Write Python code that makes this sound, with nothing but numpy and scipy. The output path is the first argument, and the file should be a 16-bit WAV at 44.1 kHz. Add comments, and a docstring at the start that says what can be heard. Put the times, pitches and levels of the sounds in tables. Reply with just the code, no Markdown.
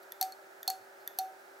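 """A finger turns the plastic propeller of a small drone three times, close by in a quiet room.
Fan-like hum and hiss, shaped noise and wavering sines, lie faintly under everything. Skin first rubs softly.
In each turn the nail ticks on a blade, which it damps, then scrapes over the edge with a burst of noise;
the blade snaps free and rings as decaying sines. The loose propeller knocks on its guard twice after
the first turn and once after the second. Faint rubs and thuds of the hand recur, and a short room tail follows."""
import sys
import numpy as np
from scipy import signal
from scipy.fft import rfft, irfft
from scipy.io import wavfile

SR = 44100
rng = np.random.default_rng(int(sys.argv[2]) if len(sys.argv) > 2 else 0)


def wav_record(signal):
    """Record a signal, one row per channel, as 16-bit PCM in the file named by sys.argv[1]."""
    frames = np.transpose(np.atleast_2d(signal))
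    bounded = np.clip(frames, -1, 1)
    # unit amplitude maps onto the largest positive 16-bit level
    quanta = np.round(bounded * 32767).astype(np.int16)
    wavfile.write(sys.argv[1], SR, quanta)


N = 70560
T = np.arange(N) / SR  # time [s]
OVERTONE_HZ, OVERTONE_T60_S = 4338, 0.059  # second long mode of the free blade


def undb(db):
    """Level definition: decibels to amplitude ratio."""
    return 10 ** (np.asarray(db) / 20)


def spectrum_gain(colour):
    """Spectral envelope: gain per FFT bin, interpolated in dB over log frequency."""
    hz, db = np.array(colour).T
    f = np.maximum(np.fft.rfftfreq(N, 1 / SR), 1)
    return undb(np.interp(np.log(f), np.log(hz), db))


def noise(colour):
    """Spectral shaping: white Gaussian noise filtered to a colour and scaled to rms 1."""
    white_spectrum = rfft(rng.standard_normal(N))
    y = irfft(white_spectrum * spectrum_gain(colour), N)
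    return y / np.std(y)


def decay(age, t60):
    """Exponential damping: amplitude falls by 60 dB in every t60."""
    return np.exp(-np.log(1000) * age / t60)


def fade(start, t60):
    """Free decay: silence until the start, then exponential damping."""
    return (T >= start) * decay(np.maximum(T - start, 0), t60)


def swell(start, length):
    """Gradual contact: a half-sine rise and fall."""
    return np.sin(np.pi * np.clip((T - start) / length, 0, 1))


def mode(start, hz, t60, rise=0.00021, hold=0):
    """Damped resonance: a sine that rises, holds and decays exponentially."""
    age = np.maximum(T - start, 0)
    onset = 1 - np.exp(-age / rise)
    return np.sin(2 * np.pi * hz * age) * onset * decay(np.maximum(age - hold, 0), t60)


def ring(start, modes, scatter_db):
    """Modal superposition: each blow shares its strength a little differently among the modes."""
    total = 0
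    for hz, db, t60 in modes:
        gain = undb(db + scatter_db * rng.standard_normal())
        delay = rng.random() / hz  # up to one period
        total = total + gain * mode(start + delay, hz, t60)
    return total


def burst(colour, env):
    """Amplitude modulation: noise under an rms envelope, scaled to exactly the envelope's energy."""
    y = noise(colour) * env
    return y * np.linalg.norm(env) / np.linalg.norm(y)


def click(colour, start):
    """Impulsive contact: a causal minimum-phase pulse of the given colour plus a rough noise decay."""
    rough_t60_s, rough_db = 0.0076, -2  # level against the pulse
    # folding the cepstrum onto positive times makes the pulse causal
    cepstrum = irfft(np.log(spectrum_gain(colour)), N)
    folded = 2 * cepstrum * (T > 0) * (T < T[-1] / 2)
    pulse = irfft(np.exp(rfft(folded)), N)
    rough = burst(colour, fade(start, rough_t60_s))
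    placed = np.roll(pulse, int(start * SR)) / np.linalg.norm(pulse)
    return placed + undb(rough_db) * rough / np.linalg.norm(rough)


def stereo(mid, side):
    """Mid-side sum and difference: left and right from the common and the differing part."""
    return np.array([mid + side, mid - side])


def background(waver=0.11):
    """Broadband flow noise and phase-modulated tones: air and a wavering hum, a little to the right."""
    # noise spectra common to both ears and differing between them: (frequency [Hz], relative density [dB])
    air_mid = [(25, -46), (70, -31.5), (180, -21.5), (270, -15), (370, -5), (470, -9.5), (560, 1),
               (640, -2), (850, -1.5), (1080, -13.5), (1300, -4), (1600, -7.5), (2100, -15.5), (2900, -22),
               (5000, -21.5), (9000, -25.5), (15500, -25.5)]
    air_side = [(25, -57), (110, -34), (220, -25.5), (370, -7.5), (600, -7), (800, 2), (1080, -11.5),
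                (1500, -5), (2100, -9), (2800, -21), (7500, -29), (10000, -44), (15500, -56)]
    # hum tones: (frequency [Hz], rms level before the left-right balance [dB])
    hum_tones = [(350, -72), (389, -64)]
    # spectrum of the rush in the right ear: (frequency [Hz], relative level [dB])
    fan_colour = [(300, -27), (700, -4), (1000, -31), (1350, 9.5), (1650, 12.5), (2100, -28), (5000, -62)]
    air_mid_db, air_side_db, fan_db = -57, -58, -61
    left_db = -0.5  # left against right
    drift = [(1, 0), (6, 0), (30, -40), (200, -120)]  # slow phase noise: (frequency [Hz], relative level [dB])
    hum = 0
    for hz, db in hum_tones:
        phase = 2 * np.pi * (hz * T + rng.random()) + waver * noise(drift)  # waver: rms [rad]
        hum = hum + undb(db) * np.sqrt(2) * np.sin(phase)
    air = stereo(undb(air_mid_db) * noise(air_mid) + hum, undb(air_side_db) * noise(air_side))
    balance = undb(np.array([[left_db], [-left_db]]) / 2)
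    fan = undb(fan_db) * noise(fan_colour) * np.array([[0], [1]])  # right only
    return air * balance + fan


def room(x):
    """Diffuse reverberation: convolution with decaying noise, nearly the same in both ears."""
    # spectrum of the tail: (frequency [Hz], relative level [dB])
    tail_colour = [(100, -10), (600, -15), (850, -15), (1300, 3), (2500, 8), (3600, 2.5), (4350, -5),
                   (5200, 2.5), (6500, -1), (9000, 1), (12000, -5), (15500, -4)]
    t60_s, gap_s, tail_db, side_db = 0.3, 0.0031, -13.5, -11.5
    tails = [noise(tail_colour) * fade(gap_s, t60_s) for _ in range(2)]
    mid, side = (signal.fftconvolve(x, h / np.linalg.norm(h))[:N] for h in tails)
    return undb(tail_db) * stereo(mid, undb(side_db) * side)


def handling():
    """Friction and soft contact: skin rubs on plastic and the holding hand shifts with a thud."""
    # rubs and thuds: (start [s], length [s], peak rms level [dB])
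    brushes = [(0.023, 0.021, -60.5), (0.994, .05, -67), (1.17, 0.03, -60)]
    thuds = [(0.208, .035, -77), (0.678, .035, -80), (0.784, 0.051, -74.5), (1.19, 0.029, -84)]
    # their noise spectra: (frequency [Hz], relative level [dB])
    brush_colour = [(1500, -22), (3300, -17), (4300, 7.5), (5500, -8), (9500, -16), (12000, 7.5),
                    (15000, -28)]
    thud_colour = [(30, -9), (70, -21), (115, 20), (170, -13), (400, -35), (2000, -70)]
    rubs = sum(undb(db) * noise(brush_colour) * swell(t, length) for t, length, db in brushes)
    return rubs + sum(undb(db) * noise(thud_colour) * swell(t, length) for t, length, db in thuds)


def touches():
    """Damped impact: the nail lands with a thin tick and the finger quickly damps the blade."""
    # landings of the nail: (time [s], relative level [dB])
    landings = [(0.1212, -34), (0.6304, -34), (1.0761, -29)]
    # the blade while the nail holds it: (frequency [Hz], relative level [dB], t60 [s])
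    held_modes = [(1830, -13.5, 0.028), (3534, -7, 0.018), (4570, -17, .02), (6070, -10.5, 0.0095),
                  (6740, -15, 0.014), (9500, -12, 0.011), (12900, -2, .009)]
    # spectrum of the tick: (frequency [Hz], relative level [dB])
    tick_colour = [(1500, -32.5), (3400, -18.5), (4600, -18), (7000, -14), (8600, -27), (11000, -11),
                   (12000, 8.5), (12900, -2.5), (13700, -30), (15500, -28)]
    out = 0
    for t, db in landings:
        held_ring = undb(0.2) * ring(t, held_modes, scatter_db=0.9)
        tick = undb(13.0) * click(tick_colour, t)
        out = out + undb(db) * (held_ring + tick)
    return out


def body(start, modes):
    """Impulse response: a hard blow wakes short plastic modes and a faint buzz of the loose frame."""
    # spectrum of the buzz: (frequency [Hz], relative level [dB])
    buzz_colour = [(500, -17), (2400, -3.5), (3300, -6), (5000, 3), (9000, 0), (13500, -0.5), (15500, -1)]
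    buzz_db, buzz_t60_s = -19.5, 0.11
    buzz = undb(buzz_db) * burst(buzz_colour, fade(start, buzz_t60_s))
    return undb(1.5) * ring(start, modes, scatter_db=0.2) + buzz


def knocks():
    """Collision of resonators: hard clicks on the guard also wake the blade's overtone."""
    # blows of the freed propeller: (time [s], relative click level [dB], overtone level [dB])
    blows = [(0.2269, -22, -36.5), (0.7019, -24, -33.5), (0.3224, -44, -43)]
    # the guard, struck by a blade: (frequency [Hz], relative level [dB], t60 [s])
    guard_modes = [(4420, -14.5, 0.053), (4600, -13, 0.037), (6280, -8, .014), (7700, -11.5, 0.011),
                   (8270, -20, 0.016), (11220, -13, 0.014), (11580, -4, 0.017)]
    # spectrum of the click: (frequency [Hz], relative level [dB])
    knock_colour = [(60, -59), (500, -27), (1100, -7.5), (2400, -14), (3500, -31), (4500, -11.5), (6500, 3),
                    (9000, -5.5), (11600, 6), (12600, 0), (15500, -8)]
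    out = 0
    for t, click_db, overtone_db in blows:
        blow = undb(11) * click(knock_colour, t) + undb(-2.1) * body(t, guard_modes)
        overtone = undb(overtone_db) * mode(t, OVERTONE_HZ, OVERTONE_T60_S)
        out = out + undb(click_db) * blow + overtone
    return out


def flicks():
    """Release of elastic energy: a scrape over the edge, a snap with one chatter, the freed blade's ring."""
    # releases: (snap time [s], relative snap level [dB], scrape level [dB], bending level [dB],
    # overtone level [dB], bending t60 [s])
    releases = [(0.213, -23, -24, -30, -30.5, 0.23), (0.6785, -23.5, -54, -32, -22, 0.22),
                (1.1882, -25.5, -26, -31, -32, 0.31)]
    # short modes of the propeller: (frequency [Hz], relative level [dB], t60 [s])
    prop_modes = [(2604, -25, 0.022), (3703, -14, 0.025), (4040, -19, 0.045), (4940, -14.5, 0.023),
                  (5360, -29, .012), (6070, -8.5, 0.018), (6300, -18, .016), (7520, -13, 0.018),
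                  (8600, -21, 0.0093), (10900, -21, 0.0099), (11760, -7, 0.015), (11900, -13, .01),
                  (14000, -27, .012)]
    # spectra of the contact noises: (frequency [Hz], relative level [dB])
    snap_colour = [(60, -28), (500, -27), (1100, -10.5), (2100, -18), (3100, -17.5), (4000, -8), (6200, -3),
                   (8500, -10), (11800, -2), (14500, -1.5), (15800, -8.5)]
    scrape_colour = [(3000, -19), (6000, -10), (9500, -45), (10800, -11), (11600, 17), (12800, -0.5),
                     (15500, -22)]
    scrape_lead_s = 0.001187  # the nail starts sliding this long before the snap
    chatter_s, chatter_db = 0.0028, -9.5  # the edge catches the nail once more
    bend_hz, bend_rise_s, bend_hold_s = 758.3, 0.0016, 0.021  # first long mode of the free blade
    out = 0
    for t, snap_db, scrape_db, bend_db, overtone_db, bend_t60 in releases:
        slip = t - scrape_lead_s
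        scrape_env = np.sqrt(np.abs(swell(slip, 1.4 * scrape_lead_s)))
        scrape = undb(scrape_db) * burst(scrape_colour, scrape_env)
        crack = click(snap_colour, t) + undb(chatter_db) * click(snap_colour, t + chatter_s)
        snap = undb(snap_db) * (undb(12.5) * crack + body(t, prop_modes))
        bend = undb(bend_db) * mode(slip, bend_hz, bend_t60, bend_rise_s, bend_hold_s)
        overtone = undb(overtone_db) * mode(slip, OVERTONE_HZ, OVERTONE_T60_S, rise=0.00028)
        out = out + scrape + snap + bend + overtone
    return out


def scene():
    """Superposition: the propeller in the middle, its room tail and the background."""
    prop = touches() + flicks() + knocks() + handling()
    return prop + room(prop) + background()


def record(dry):
    """Band limiting: a steep elliptic low-pass cuts the top of the spectrum."""
    top_hz = 15750
    low_pass = signal.ellip(8, 0.2, 70, top_hz, fs=SR, output="sos")  # ripple, stopband [dB]
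    return signal.sosfilt(low_pass, dry)


dry = scene()
out = record(dry)
wav_record(out)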